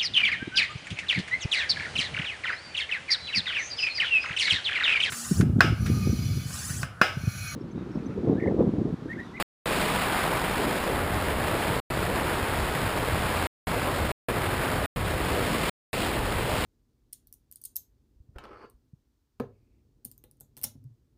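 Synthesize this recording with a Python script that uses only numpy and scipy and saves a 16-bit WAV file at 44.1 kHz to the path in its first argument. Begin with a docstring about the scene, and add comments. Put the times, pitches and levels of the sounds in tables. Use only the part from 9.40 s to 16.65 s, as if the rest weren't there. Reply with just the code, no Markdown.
"""Freefall wind on the microphone of a small camera at arm's length, over a steady roar and rumble.
The sound cuts out almost at once, then returns as bright rush and hiss. From 1.5 s these trade places
with low buffeting as the camera turns; single gusts boom or howl. Five more dropouts fall in 2.4-6.5 s.
Buffeting peaks at 5.6 s, hiss at 6.6 s; a low boom and a howl end it. Throughout, the capsule
overloads sooner on one side and the camera's slow, held samples add a gritty fizz."""
import sys
import numpy as np
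from scipy import signal
from scipy.fft import rfft, irfft
from scipy.io import wavfile
from scipy.ndimage import uniform_filter1d

SR = 44100
rng = np.random.default_rng(int(sys.argv[2]) if len(sys.argv) > 2 else 0)


def log_audio(samples):
    """Write samples as a 16-bit WAV file to the path given in sys.argv[1]."""
    # one column per channel
    frames = np.atleast_2d(samples).T
    # limit to full scale, then quantise
    limited = np.clip(frames, -1, 1)
    pcm = np.round(limited * 32767).astype(np.int16)
    wavfile.write(sys.argv[1], SR, pcm)


N = 319725
TIME_S, FREQS_HZ = np.arange(N) / SR, np.fft.rfftfreq(N, 1 / SR)
SWELL_HZ = 6.8


def rush(bursts, spits):
    """Small eddies, bright and fluttering."""
    air = eddies(above(730, order=4) * below(2175, order=5))
    return steadied(air * gain_of(1.1 * bursts + 0.7 * spits), window_s=0.12)


def roar(bursts):
    """Mid-sized eddies, in bursts."""
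    air = eddies(above(150, order=5) * below(644, order=4))
    return steadied(air * gain_of(1.8 * bursts), window_s=0.086)


def buffet(level_db, usual_hz=94, usual_db=-35, octaves_per_db=0.3):
    """The camera body sheds vortices among large eddies; stronger ones come more slowly."""
    shed_hz = usual_hz * 2 ** (octaves_per_db * (usual_db - level_db))
    shed = unit_rms(filtered(vortices(shed_hz, width_hz=65), above(45, order=3)))
    air = eddies(above(55, order=5) * below(180, order=5))
    return steadied(air + gain_of(-1) * shed, window_s=0.098)


def gusts():
    """Each gust swells and fades around one pitch: hollow if narrow, roaring if wide."""
    # peak_s, length_s, pitch_hz, width_hz, level_db
    gust_table = [(0.88, 0.15, 700, 900, -32), (1.26, 0.2, 300, 380, -29), (1.494, 0.049, 450, 200, -28.5),
                  (1.77, 0.098, 55, 25, -33), (2.324, .14, 150, 70, -34.5), (3.204, .14, 50, 50, -31),
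                  (3.732, 0.074, 80, 30, -28), (4.496, 0.09, 500, 800, -32), (4.635, 0.1, 63, 30, -30),
                  (5.99, .07, 450, 400, -31.5), (6.115, 0.18, 225, 120, -33), (6.854, 0.39, 42, 25, -34.5),
                  (7.127, 0.16, 605, 180, -35.5)]
    total = np.zeros(N)
    for peak_s, length_s, pitch_hz, width_hz, level_db in gust_table:
        envelope = gain_of(level_db) * np.exp(-(2 * (TIME_S - peak_s) / length_s) ** 2)
        total += envelope * steadied(vortices(pitch_hz, width_hz), window_s=0.08)
    return total


def hiss(bursts, spits):
    """The smallest eddies, spitting."""
    air = eddies(above(2210, order=5) * below(5790, order=12))
    return unit_rms(air * gain_of(0.8 * bursts + 1.6 * spits))


def rumble():
    """The largest eddies."""
    return steadied(eddies(below(55, order=5)), window_s=0.14)


def eddies(band):
    """Turbulent pressure from one range of eddy sizes, rms 1."""
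    # turbulence spectrum: freq_hz, density_db
    turbulence = [(10, -12.5), (25, 0.5), (50, 4.5), (100, 3.5), (200, -2), (350, -1), (600, -1),
                  (1000, -4.5), (2000, -8.5), (3000, -13), (4000, -17), (5000, -20), (6000, -21.5)]
    freq_hz, density_db = np.transpose(turbulence)
    colour = gain_of(np.interp(np.log(FREQS_HZ + 1), np.log(freq_hz), density_db))
    return unit_rms(filtered(rng.standard_normal(N), colour * band))


def vortices(rate_hz, width_hz):
    """Vortices shed near rate_hz: twice-resonated noise, rms 1."""
    rate_hz = rate_hz * np.ones(N)
    once = resonate(rng.standard_normal(N), rate_hz, width_hz)
    return unit_rms(resonate(once, rate_hz, width_hz))


def resonate(x, centre_hz, width_hz):
    """Resonance following the curve centre_hz."""
    carrier = np.exp(2j * np.pi * np.cumsum(centre_hz) / SR)
    pole = np.exp(-np.pi * width_hz / SR)
    return 2 * (carrier * signal.lfilter([1 - pole], [1, -pole], x / carrier)).real


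def wander(cutoff_hz):
    """Low-passed random motion, rms 1."""
    return unit_rms(filtered(rng.standard_normal(N), below(cutoff_hz, order=2)))


def steadied(x, window_s):
    """Divides out slow swells, keeps quick flutter."""
    power = abs(uniform_filter1d(x ** 2, int(window_s * SR) + 1))
    return x / np.sqrt(power + 1e-9)


def gain_of(db):
    """Decibels to amplitude."""
    return 10 ** (np.asarray(db) / 20)


def unit_rms(x):
    """Scales to rms 1."""
    return x / np.sqrt(np.mean(x ** 2) + 1e-20)


def filtered(x, gain):
    """Applies one gain per frequency."""
    return irfft(rfft(x) * gain, N)


def below(hz, order):
    """Low-pass gain."""
    return 1 / np.sqrt(1 + (FREQS_HZ / hz) ** (2 * order))


def above(hz, order):
    """High-pass gain."""
    return np.sqrt(1 - below(hz, order) ** 2)


def overload(x, ceiling=0.22, trough=0.4):
    """The diaphragm runs out of travel sooner one way than the other."""
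    limit = np.where(x > 0, ceiling, trough)
    return filtered(limit * np.tanh(x / limit), above(18, order=2))


def dropout_gate(fade_s=0.0016):
    """The camera's sound dies quickly and returns at once."""
    # start_s, end_s
    dropouts = [(0.0265, 0.2576), (2.4018, 2.5017), (4.07, 4.27), (4.718, 4.8848), (5.461, 5.5609),
                (6.2972, 6.5304)]
    gate = np.ones(N)
    for start_s, end_s in dropouts:
        gate *= np.where(TIME_S < end_s, np.clip((start_s - TIME_S) / fade_s, 0, 1), 1)
    return gate


def sample_and_hold(x, rate_hz=12000, guard_hz=5480, repeats=4):
    """Held samples mirror the wind around rate_hz: a fizz with a null at that rate."""
    guarded = filtered(x, below(guard_hz, order=14))
    mirrored = guarded * (1 + 2 * np.cos(2 * np.pi * rate_hz * TIME_S))
    hold_gain = np.sinc(FREQS_HZ / rate_hz) / np.sinc(FREQS_HZ / (repeats * rate_hz))
    return filtered(mirrored, hold_gain)


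def scene():
    """Small eddies ride on large ones, so roar, rush and hiss share millisecond bursts."""
    # eddy levels as the camera turns: time_s, buffet_db, roar_db, rush_db, hiss_db
    airflow = [(0.26, -39, -32, -31, -35), (0.45, -37.5, -31.5, -30, -34), (0.72, -38.5, -33.8, -28.5, -36),
               (1.0, -37, -33.3, -30.5, -37.5), (1.42, -40.5, -34, -32, -38.5),
               (1.579, -33, -31.5, -32.5, -42), (1.82, -34.5, -32, -33, -41),
               (2.1, -34.5, -32, -30.6, -37.8), (2.55, -35, -32.5, -33, -40),
               (2.85, -34.5, -32, -31, -39.5), (3.3, -35.5, -34, -32.5, -39.5), (3.9, -34.5, -33, -31, -38),
               (4.45, -35, -32.5, -32.5, -39), (4.95, -34.8, -31.6, -32.8, -41),
               (5.299, -35.5, -32.6, -31, -39), (5.6, -32, -36, -35.5, -41.8),
               (5.88, -33.5, -31.8, -32.5, -38.5), (6.25, -38, -33, -32.5, -35.5),
               (6.58, -38, -31, -34, -34.5), (6.82, -35.5, -34.5, -33.5, -40.5),
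               (7.25, -33, -32.5, -33, -36)]
    time_s, *levels_db = np.transpose(airflow)
    buffet_db, roar_db, rush_db, hiss_db = (np.interp(TIME_S, time_s, db) for db in levels_db)
    bursts, spits = wander(cutoff_hz=110), wander(cutoff_hz=600)
    treble_swell_db = 0.5 * wander(SWELL_HZ)
    wind = (gain_of(rush_db - 0.3 + treble_swell_db) * rush(bursts, spits)
            + gain_of(roar_db + 0.77 * wander(SWELL_HZ)) * roar(bursts)
            + gain_of(buffet_db + 0.23 + 1.1 * wander(SWELL_HZ)) * buffet(buffet_db)
            + gusts()
            + gain_of(hiss_db + 1.16 + treble_swell_db) * hiss(bursts, spits)
            + gain_of(-43.5 + wander(SWELL_HZ)) * rumble())
    return wind[None]


def record(dry):
    """Capsule overload, dropouts, held samples, band limit."""
    held = sample_and_hold(gain_of(0.65) * overload(dry[0]) * dropout_gate())
    lowpass = signal.firwin(1023, cutoff=15340, window=("kaiser", 9), fs=SR)
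    return signal.oaconvolve(held, lowpass, "same")[None]


dry = scene()
out = record(dry)
log_audio(out)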